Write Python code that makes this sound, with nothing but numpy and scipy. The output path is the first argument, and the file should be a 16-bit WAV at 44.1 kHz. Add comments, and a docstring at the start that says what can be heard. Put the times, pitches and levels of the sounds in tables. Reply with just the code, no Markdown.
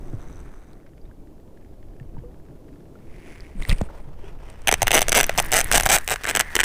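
"""Slack line ticks lightly into a hand-cranked fishing reel, over wind and water lapping at a boat's hull.
The angler sweeps the rod back to set the hook: the sleeve swishes, the tackle creaks, the rod butt thumps.
Then line slips against the drag in spurts and the clicker rattles loudly while the winding goes on.
Clicks are noise bursts shaped by the reel's modes; rubbing, cloth, water and air are coloured noise;
thumps, jolts and bubbles are damped sines, and the gears whine in harmonics."""
import sys
import numpy as np
from scipy import signal
from scipy.fft import rfft, irfft, next_fast_len
from scipy.io import wavfile
from scipy.ndimage import uniform_filter1d

SR = 44100
rng = np.random.default_rng(int(sys.argv[2]) if len(sys.argv) > 2 else 0)


def transcribe(signal):
    """Save signal, clipped to [-1, 1], as a 16-bit WAV file at the path in sys.argv[1]."""
    frames = np.atleast_2d(signal).T
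    limited = np.clip(frames, -1, 1)
    pcm = np.round(limited * 32767).astype(np.int16)
    wavfile.write(sys.argv[1], SR, pcm)


N = 293165
TIME = np.arange(N) / SR
EDGE_HZ = 15500  # upper limit of the band
# times at which the reel is held out, raised and overhead: [t/s]
POSE_TIMES = [3.92, 6.23, 6.92]


def amp(db):
    """Amplitude ratio: 20 dB is a factor of ten."""
    return 10 ** (np.asarray(db) / 20)


def unit(x):
    """Normalization to unit rms."""
    return x / np.sqrt(np.mean(x ** 2) + 1e-20)


def follow(rows):
    """Envelope interpolated in decibels along rows (t/s, level/dB), decaying exponentially outside them."""
    s, db = np.transpose(rows)
    outside = np.maximum(np.maximum(s[0] - TIME, TIME - s[-1]), 0)
    return amp(np.interp(TIME, s, db)) * np.exp(-outside / 0.019)


def swells(rows):
    """Incoherent sum of Gaussian envelopes, rows (peak t/s, rise/s, fall/s, level/dB): powers add."""
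    edge_db = 7.5  # loss one rise before the peak or one fall after it
    power = np.zeros(N)
    for s, rise, fall, db in rows:
        away = (TIME - s) / np.where(TIME < s, rise, fall)
        power += amp(db - edge_db * np.minimum(away ** 2, 20)) ** 2
    return np.sqrt(power)


def add(mix, s, sound):
    """Linear superposition of a sound starting at time s."""
    part = mix[max(round(s * SR), 0):][:len(sound)]
    part += sound[:len(part)]


def colour(x, spectrum):
    """Linear filtering by a gain curve of rows (f/Hz, level/dB), interpolated in log frequency, to rms 1."""
    hz, db = np.transpose(spectrum)
    size = next_fast_len(N)
    gain = amp(np.interp(np.log(np.fft.rfftfreq(size, 1 / SR) + 1), np.log(hz), db))
    return unit(irfft(rfft(x, size) * gain, size)[:N])


def drift(hz):
    """Random fluctuation: Gaussian low-pass noise of unit rms."""
    lowpass = np.exp(-(np.fft.rfftfreq(N, 1 / SR) / hz) ** 2)
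    return unit(irfft(rfft(rng.standard_normal(N)) * lowpass, N))


def rings(rows, glide, attack, size=8000):
    """Damped oscillation, rows (t/s, level/dB, initial f/Hz, decay/s); the pitch glides as it dies."""
    out, t = np.zeros(N), np.arange(size) / SR
    for s, db, hz, decay in rows:
        pitch = hz * (1 + glide * (1 - np.exp(-t / decay / 2)))
        turns = np.cumsum(pitch) / SR
        envelope = np.exp(-t / decay) * (1 - np.exp(-t / attack))
        add(out, s, amp(db) * np.sin(2 * np.pi * turns) * envelope)
    return out


def grains(per_s, spread_db, decay, size=400):
    """Poisson-like impacts of very uneven size, each an exponentially decaying noise burst."""
    sizes = amp(spread_db * np.minimum(rng.exponential(1, N), 3))
    hits = (rng.random(N) < per_s / SR) * sizes
    envelope = np.convolve(hits, np.exp(-np.arange(size) / SR / decay))[:N]
    return envelope * rng.standard_normal(N)


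def clicker(uneven=.1, vary_db=2.0, bright_vary_db=3.5):
    """Ratchet kinematics: one pawl drop per tooth, giving rows (t/s, level/dB, brightness/dB)."""
    # spurts of line slipping against the drag:
    # [t/s, length/s, teeth passed, level/dB, brightness/dB, lean (+ gathers speed, - runs down)]
    spurts = [(4.674, .0165, 3, -9.5, -1, .2), (4.715, .026, 3, -9.5, 3, 0), (4.820, .010, 2, -10, .5, 0),
              (4.871, .0095, 2, -11, .5, 0), (4.908, .009, 2, -11, -1.5, 0),
              (4.9305, .0613, 13, -12.5, -5, -.17), (5.0086, .019, 3, -15.5, 0, 0),
              (5.084, .010, 2, -13.5, 0, 0), (5.1205, .0077, 2, -12, -1, 0),
              (5.1455, .065, 14, -12.5, -2, -.29), (5.232, .010, 2, -17, 2, 0), (5.295, 0, 1, -9.5, 1, 0),
              (5.3777, .0227, 5, -13, 0, -.2), (5.519, .094, 16, -13.5, 1.5, 0),
              (5.716, .0637, 12, -12.5, 1.5, .4), (5.7997, .0093, 2, -16, 1.5, 0),
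              (5.8344, 0, 1, -13.5, -2, 0), (5.8573, .013, 3, -14, 0, -.25), (5.891, .017, 7, -15, 1.5, .3),
              (5.914, .052, 22, -14.5, 2.5, 0), (5.9694, .016, 3, -21.5, 2, -.3),
              (6.078, .062, 11, -19.5, 0, .55), (6.160, 0, 1, -21, -2, 0), (6.237, .0167, 3, -23, -3, -.45),
              (6.266, .0454, 9, -21.5, -2, 0), (6.352, .0196, 3, -11, -3, 0),
              (6.3956, .0135, 3, -13, 1, -.45), (6.5543, .011, 2, -10.5, -2, 0),
              (6.5914, .0207, 4, -12, -3, 0), (6.6343, .0055, 2, -12, 1, 0)]
    surge = .26  # shortening of the tooth interval in mid-spurt, as a share of the mean
    bite_db, first_db = 0.5, -2.5  # mid-spurt level above the ends; change for the slow first tooth
    clicks = []
    for s, length, teeth, db, bright_db, lean in spurts:
        turned = np.linspace(0, 1, max(round(teeth), 1))
        late, harder, sharper = rng.standard_normal((len(turned), 3)).T
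        arch = np.sin(np.pi * turned)
        at = turned + lean * turned * (1 - turned)
        at = at + surge * np.sin(2 * np.pi * turned) / (2 * np.pi)
        at = at + uneven * arch * late / len(turned)
        level = db + bite_db * (arch - arch.mean()) + first_db * (turned == 0) + vary_db * harder
        clicks.append(np.c_[s + length * at, level, bright_db + bright_vary_db * sharper])
    return np.concatenate(clicks)


def reel_body(s, bright_db, hz, vary_db=4.0, wander=0.013, valley_db=-23):
    """Modal radiation: a minimum-phase response whose modes each click excites a little differently."""
    # resonances of the reel as it nears the microphone:
    # [f/Hz, half-width/Hz at -8 dB, level/dB held out, level/dB raised, level/dB overhead]
    modes = [(402, 165, 6.5, -3, 1), (730, 208, 11.5, 3, -31), (1664, 570, 0.5, 2, -1.5),
             (2226, 680, -0.5, -2.5, -5.5), (2940, 620, 9.5, -7.5, -5), (3800, 290, -10, -8, -50),
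             (5070, 1030, -7, -15, -40), (6110, 306, 12.5, -7, -3), (6700, 2800, -16, -8, -16.5),
             (8070, 600, -3, -1, -8), (9200, 50, -9, -14.5, -13), (9790, 1260, -0.5, -12, -20),
             (13100, 1500, -8, -17.5, -23), (14700, 1100, -7, -10, -28)]
    power = amp(valley_db) ** 2
    for (centre, width, *poses), (louder, higher) in zip(modes, rng.standard_normal((len(modes), 2))):
        gain = amp(np.interp(s, POSE_TIMES, poses) + vary_db * louder)
        detuning = (hz - centre * (1 + wander * higher)) / width
        power = power + gain ** 2 / (1 + detuning ** 2 * 1.51) ** 2
    bass_loss = hz ** 2 / (hz ** 2 + 260 ** 2)  # a small body radiates little bass
    tilt = amp(bright_db * .5 * np.tanh((hz - 4500) / 1800))  # a sharper click carries more treble
    gain = np.sqrt(power) * bass_loss * tilt / (1 + (hz / EDGE_HZ) ** 20)
    # the Hilbert transform of the log gain supplies the phase of a causal response
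    log_gain = np.log(np.maximum(gain, 1e-3))
    return np.exp(np.conj(signal.hilbert(np.r_[log_gain, log_gain[-2:0:-1]]))[:len(hz)])


def click_radiation(clicks, size=4096):
    """Impact and multiple scattering: each drop rings the frame; nearby arms and rod scatter it."""
    rise, decay, tail_decay = 0.00085, 0.0013, 0.01  # s
    fresh, tail_db, tail_hz = 0.64, -13, 2600  # share of new paths; scatter level and low-pass corner
    lead = .0013  # s by which the burst starts ahead of the click time
    margin = size // 8 / SR  # room ahead of the burst for the filtering
    t, hz = np.maximum(np.arange(size) / SR - margin, 0), np.fft.rfftfreq(size, 1 / SR)
    out = np.zeros(N)
    burst = np.minimum(t / rise, 1) * np.exp(-np.maximum(t - rise, 0) / decay)
    scatter = (1 - np.exp(-t / rise)) ** 2 * np.exp(-t / tail_decay)
    # neighbouring clicks take nearly the same paths, which change as the hands move
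    path_times = np.linspace(clicks[:, 0].min(), clicks[:, 0].max(), 10)
    paths = rng.standard_normal((len(path_times), 2, size))
    for s, db, bright_db in clicks:
        shared = unit(np.tensordot(np.exp(-((s - path_times) / 0.13) ** 2), paths, 1))
        z = rfft((shared + fresh * rng.standard_normal((2, size))) * [burst, scatter])
        # the paths smear time and leave the colour to the body
        z /= np.sqrt(uniform_filter1d(abs(z) ** 2, size=91, axis=1) + 1e-12)
        both = z[0] + amp(tail_db) * z[1] / (1 + 1j * hz / tail_hz)
        click = irfft(both * reel_body(s, bright_db, hz))
        shift = rng.uniform(-.00005, .00005)  # s of small random shift in each click's time
        energy = np.sum(click ** 2) / (0.0028 * SR)  # as if spread over 2.8 ms
        add(out, s + shift - lead - margin, amp(db) * click / np.sqrt(energy))
    return out


def jolts(clicks, hz=150, decay=0.0048, spread=0.498):
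    """Structure-borne transmission: each click also travels down the arm as a small dull push."""
    # level of the push relative to its click in each pose: [level/dB]
    jolt_db = [-14, -12, -24]
    s, db, _ = np.transpose(clicks)
    pitch = hz * np.exp(spread * rng.standard_normal(len(s)))
    level = db + np.interp(s, POSE_TIMES, jolt_db)
    return rings(np.c_[s, level, pitch, np.full(len(s), decay)], glide=-0.79, attack=0.00075)


def gears(tooth_hz=165, grit_db=1.1, tooth_db=2):
    """Amplitude-modulated friction: meshing teeth rub in quick uneven pulses, as hard as the hand winds."""
    # pushes on the handle, one list per spell of winding: [peak t/s, rise/s, fall/s, level/dB]
    winding = [
        [(0.34, .36, .34, -54.5), (.73, .05, .08, -63)],
        [(3.32, 0.18, 0.18, -48.5)],
        [(4.28, 0.082, 0.033, -50.5), (4.49, 0.086, 0.066, -51)],
        [(4.92, 0.21, 0.36, -41), (5.25, 0.34, 0.28, -42.5), (5.45, 0.21, 0.065, -37.5), (5.75, 0.16, .24, -36),
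         (6.36, .15, 0.11, -36.5), (6.56, 0.06, .15, -37.5)],
    ]
    # relative spectrum of the gears' whirr in each spell: [f/Hz, level/dB]
    whirrs = [
        [(200, -23), (600, 4), (1400, 1.5), (2200, -4.5), (2900, -15), (5000, -21), (9500, -19.5), (12000, -29),
         (15000, -26)],
        [(400, -1), (1300, -11), (2150, -0.5), (3000, -12.5), (4000, -20.5), (4600, -19), (5800, -19),
         (7500, -23), (8200, -21), (8900, -26), (9900, -16.5), (11200, -33), (15000, -30)],
        [(300, 6), (900, 4), (1700, -2), (3000, -2), (4000, -18), (5800, -11), (6600, -19), (9500, -17),
         (11000, -29), (15000, -26)],
        [(300, 0), (700, -0.5), (1100, 0), (1850, 1), (2600, -2.5), (4200, -14), (6100, -13.5), (7000, -20),
         (9000, -13), (10500, -22), (12500, -28), (14500, -21)],
    ]
    passed = np.cumsum(tooth_hz * (1 + .15 * drift(7.67))) / SR
    teeth = .28 + np.exp(-(passed % 1) / .25)
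    worn = rng.standard_normal(N)[np.abs(passed).astype(int)]  # no two teeth bite alike
    rub = rng.standard_normal(N) * teeth * amp(tooth_db * worn + grit_db * drift(250))
    return sum(colour(rub, whirr) * swells(pushes) for whirr, pushes in zip(whirrs, winding))


def gear_whine(waver=0.0149, count=8):
    """Harmonic synthesis: harmonics 2 to 7 of the tooth mesh arch with the speed of the handle."""
    # one quick turn of the handle: [t/s, mesh f/Hz, level/dB]
    quick_turn = [(4.21, 399, -74), (4.245, 457, -60), (4.28, 494, -60), (4.305, 475, -63),
                  (4.33, 410, -77)]
    s, hz, db = np.transpose(quick_turn)
    turns = np.cumsum(np.interp(TIME, s, hz) * (1 + waver * drift(164))) / SR
    mesh = sum(np.sin(2 * np.pi * k * turns) for k in range(2, count))
    return unit(mesh) * follow(np.c_[s, db])


def spool(waver=.035, width_hz=300):
    """Friction-driven resonance: narrow-band noise on a wavering carrier, the loaded spool singing."""
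    # resonance of the spool under load: [t/s, f/Hz, level/dB]
    singing = [(5.278, 2050, -56), (5.42, 1834, -42.5), (5.66, 1850, -43), (6.031, 1817, -49),
               (6.2, 1826, -48), (6.33, 1965, -43), (6.459, 1826, -40), (6.65, 1758, -45)]
    s, hz, db = np.transpose(singing)
    pitch = np.interp(TIME, s, hz) * (1 + waver * drift(20.96))
    carrier = np.exp(2j * np.pi * np.cumsum(pitch) / SR)
    rubbing = drift(width_hz) + 1j * drift(width_hz)
    return unit((carrier * rubbing).real) * follow(np.c_[s, db])


def slack_ticks(ticks_per_s=105, decay=0.00063, size=300):
    """Impulsive excitation: light ticks ring the high resonances of the reel as slack comes in."""
    # swells of the ticking, as gain: [peak t/s, rise/s, fall/s, level/dB]
    ticking = [(.13, 0.26, 0.04, -51.5), (.22, 0.036, 0.036, -46.5), (.35, .08, .085, -45),
               (.57, 0.071, 0.16, -54)]
    out, t = np.zeros(N), np.arange(size) / SR
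    teeth = np.cumsum(ticks_per_s * (1 + 0.09 * drift(8))) / SR
    for s in TIME[1:][np.diff(np.floor(teeth)) > 0]:
        tick = rng.standard_normal(size) * np.exp(-t / decay)
        add(out, s, amp(2 * rng.standard_normal()) * tick)
    modes = [(3770, 420, 6.4), (6070, 290, 13.7), (7900, 260, 7.0)]  # f/Hz, width/Hz, gain/dB
    rung = sum(amp(db) * signal.lfilter(*signal.iirpeak(hz, hz / width, SR), out)
               for hz, width, db in modes)
    return rung * swells(ticking)


def line_crackle():
    """Stick-slip: tight turns of line slip over each other in sparse bursts."""
    # line wound on tight: [peak t/s, rise/s, fall/s, level/dB]
    strain = [(4.79, .025, .04, -54), (5.46, 0.081, .12, -42.5), (5.78, 0.12, 0.14, -41),
              (6.1, 0.14, 0.098, -51.5), (6.58, .08, 0.18, -44.5)]
    # relative spectrum of the crackle: [f/Hz, level/dB]
    crackle = [(1000, -10), (3000, -12), (6000, -5), (9000, 1), (11300, 1), (12700, -11), (14500, 3),
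               (16000, -9)]
    slips = grains(per_s=240, spread_db=3.5, decay=0.0012)
    return colour(slips, crackle) * swells(strain)


def sleeve(grain_db=4):
    """Sliding friction: randomly modulated noise, the cloth catching and sliding during the sweep."""
    # strokes of the sleeve: [peak t/s, rise/s, fall/s, level/dB]
    strokes = [(3.63, 0.045, 0.036, -42.5), (3.70, .02, 0.035, -30.5), (3.81, 0.067, 0.045, -46.5),
               (3.99, 0.044, 0.063, -60)]
    # relative spectrum of the cloth: [f/Hz, level/dB]
    cloth = [(300, 13.5), (900, 5), (1500, 1), (2200, 6.5), (2800, -1), (3600, -6), (5000, -9), (6100, -12),
             (7000, -11), (8000, -3), (9200, 2), (10300, -14), (12500, -21), (14400, -15)]
    return colour(rng.standard_normal(N) * amp(grain_db * drift(230)), cloth) * swells(strokes)


def creaks(snap_trim_db=-6, sharpness=7, snap_hz=9500, decay=.0008, size=900):
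    """Stick-slip: each short slip of the loaded tackle gives a snap and a damped resonance."""
    # creaks and ticks: [t/s, ring peak level/dB, f/Hz, snap level/dB re ring before the trim]
    slips = [(.732, -49, 4240, -2), (1.999, -47, 2600, -16), (3.406, -35, 5100, -25),
             (3.623, -23, 2120, -18), (3.633, -31.5, 3700, -10), (3.651, -22.5, 1980, -28),
             (3.688, -21, 13000, -8), (3.695, -12.5, 3620, -11), (3.702, -16, 2330, -5),
             (3.711, -19, 1830, -26), (3.715, -19, 2010, -29), (3.726, -20, 2500, -22),
             (3.784, -36.5, 2880, 6), (3.815, -27, 2480, 2.5), (4.501, -38.5, 8200, 12),
             (4.619, -45, 6000, 11), (5.266, -16, 11800, 0), (5.4255, -19, 11800, 5),
             (5.463, -21, 12400, -11), (5.644, -10.5, 10200, -9), (5.824, -20, 10930, 5)]
    out, t = np.zeros(N), np.arange(size) / SR
    for s, db, hz, snap_db in slips:
        slip = rng.standard_normal(size) * np.exp(-t / decay)
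        ring = signal.lfilter(*signal.iirpeak(hz, sharpness, SR), slip)
        snap = signal.lfilter(*signal.butter(2, snap_hz, fs=SR), slip)
        snap_gain = amp(snap_db + snap_trim_db)
        add(out, s, amp(db) * (ring / abs(ring).max() + snap_gain * snap / abs(snap).max()))
    return out


def thumps():
    """Damped free vibration: blows through the rod and the body, sinking slightly in pitch."""
    # blows: [t/s, level/dB before damping, initial f/Hz, decay/s]
    blows = [(.134, -18, 260, 0.0018), (.140, -19.5, 107, 0.015), (2.012, -27.5, 132, 0.013),
             (2.18, -28, 129, 0.018), (3.553, -32.5, 197, 0.023), (3.694, -10, 78.5, 0.0073),
             (3.726, -7.5, 120, 0.0029), (3.8125, -5.5, 605, 0.00098), (3.814, -18, 200, 0.0097),
             (3.818, -9, 74, 0.0051), (4.075, -33.5, 135.3, 0.016), (4.831, -19.5, 106, .012)]
    return rings(blows, glide=-0.038, attack=0.0004)


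def water(wash_db=6.0, swell_db=3.0, ripple_db=-59, hiss_db=-73, count=220):
    """Turbulence and bubble resonance: waves wash the hull and shed bubbles, over a faint even hiss."""
    # relative spectrum of the wash: [f/Hz, level/dB]
    wash_spectrum = [(53, -14), (90, -7.5), (132, -3.5), (221, -8.5), (292, -6.5), (420, -9), (488, -14),
                     (645, -17), (948, -25.5), (1550, -35), (1690, -36), (3980, -43.5), (15000, -48)]
    # course of the lapping before the wash gain: [t/s, level/dB]
    lapping = [(0, -48), (.64, -57.5), (1.14, -55), (2.15, -54), (3.05, -52), (3.8, -57), (4.6, -58.5),
               (5.9, -49.5)]
    # slosh as the boat rocks after the sweep: [peak t/s, rise/s, fall/s, level/dB]
    rocking = [(3.91, 0.4, 0.19, -50.5), (4.32, 0.33, 0.81, -52.5)]
    # relative spectrum of the slosh: [f/Hz, level/dB]
    slosh_spectrum = [(200, -13), (450, 7), (900, 2), (1500, -8.5), (2500, -14.5), (5000, -23),
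                      (12000, -31)]
    # two faint high squeaks, then the louder drips and bubbles at the hull:
    # [t/s, level/dB before damping, initial f/Hz, decay/s]
    squeaks_and_drips = [(1.015, -57, 4670, .0041), (1.055, -58, 3650, .0044), (1.113, -45, 1540, 0.0024),
                         (1.999, -43.5, 1740, 0.0039), (2.168, -37.5, 894, .0038), (2.237, -37, 477, 0.03),
                         (2.72, -38.5, 281, 0.032), (2.955, -44.5, 1350, 0.0044),
                         (3.889, -37.5, 1400, 0.003), (4.238, -37.5, 380, 0.018)]
    low = signal.lfilter(*signal.butter(2, 900, fs=SR), rng.standard_normal(N))
    waves = rng.standard_normal(N) + .5 * low * amp(swell_db * drift(10))
    wash = colour(waves, wash_spectrum) * follow(lapping)
    slosh = colour(rng.standard_normal(N) * amp(3.5 * drift(40)), slosh_spectrum) * swells(rocking)
    when, size, pitch = rng.random((count, 3)).T
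    hz = 450 * 7 ** pitch
    # higher bubbles tend to be weaker and die sooner
    ripples = np.c_[when * TIME[-1], ripple_db + 13 * size ** 2 - 11 * pitch, hz, 5 / hz]
    bubbles = rings(ripples, glide=0.2, attack=0.0006)
    drips = rings(squeaks_and_drips, glide=0.073, attack=0.00012)
    return amp(wash_db) * wash + slosh + bubbles + drips + amp(hiss_db) * rng.standard_normal(N)


def spatter(level_db=-69):
    """Random impacts: ripples break against the hull in faint ticks."""
    # relative spectrum of the ticks: [f/Hz, level/dB]
    tick_spectrum = [(300, 2), (900, -14.5), (1700, -3), (2800, -14), (5000, -23), (14000, -40)]
    ticks = grains(per_s=24, spread_db=2.2, decay=.0025)
    return amp(level_db) * colour(ticks, tick_spectrum)


def wind(deep_from_db=-33):
    """Turbulent pressure: light air buffets the microphone, more deeply in strong pushes."""
    # relative spectrum of the light air: [f/Hz, level/dB]
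    air = [(8, 4.5), (25, 1), (40, -6.5), (70, -6.5), (120, -21), (250, -28), (600, -65), (2000, -100)]
    # deep buffeting as the body moves, with a dull rubbing near 130 Hz: [f/Hz, level/dB]
    movement = [(6, -2.5), (18, -0.5), (28, 0.5), (45, -18), (70, -29), (130, -21.5), (300, -47.5),
                (2000, -110)]
    # swells of the buffeting, by gusts and as the angler moves: [peak t/s, rise/s, fall/s, level/dB]
    puffs = [(.08, .2, .25, -34), (1.08, .04, .06, -34), (2.16, .03, .04, -35), (3.11, .06, .1, -37),
             (3.61, .04, .03, -23), (3.72, .025, .04, -14.5), (3.81, .04, .06, -25), (4.15, .25, .2, -36),
             (4.95, .25, .5, -24), (5.8, .35, .22, -25), (6.5, .4, .5, -37)]
    breeze_db, gustiness_db, gust_hz = -39.5, 4, 1.3  # level, variation and its speed
    buffets = np.array([colour(rng.standard_normal(N), spectrum) for spectrum in (air, movement)])
    # even out the buffets so that the push sets the level
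    light, deep = buffets / np.sqrt(uniform_filter1d(buffets ** 2, size=6000, axis=1) + 0.022)
    push = np.hypot(amp(breeze_db + gustiness_db * drift(gust_hz)), swells(puffs))
    share = 1 / (1 + (push / amp(deep_from_db)) ** 2)  # power share of the light air
    return push * (np.sqrt(share) * light + np.sqrt(1 - share) * deep)


def scene():
    """Superposition of reel, angler, water and wind at one microphone in open air."""
    clicks = clicker()
    reel = click_radiation(clicks) + jolts(clicks)
    reel = reel + gears() + gear_whine() + spool() + slack_ticks() + line_crackle()
    angler = sleeve() + creaks() + thumps()
    return (reel + angler + water() + spatter() + wind())[None]


def record(dry):
    """Saturation and band limitation: peaks are rounded off near full scale, then low-passed."""
    edge = signal.firwin(201, EDGE_HZ, window=("kaiser", 8), fs=SR)
    rounded = dry / (1 + (dry / .92) ** 6) ** (1 / 6)
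    return signal.oaconvolve(rounded, edge[None], "same")


dry = scene()
out = record(dry)
transcribe(out)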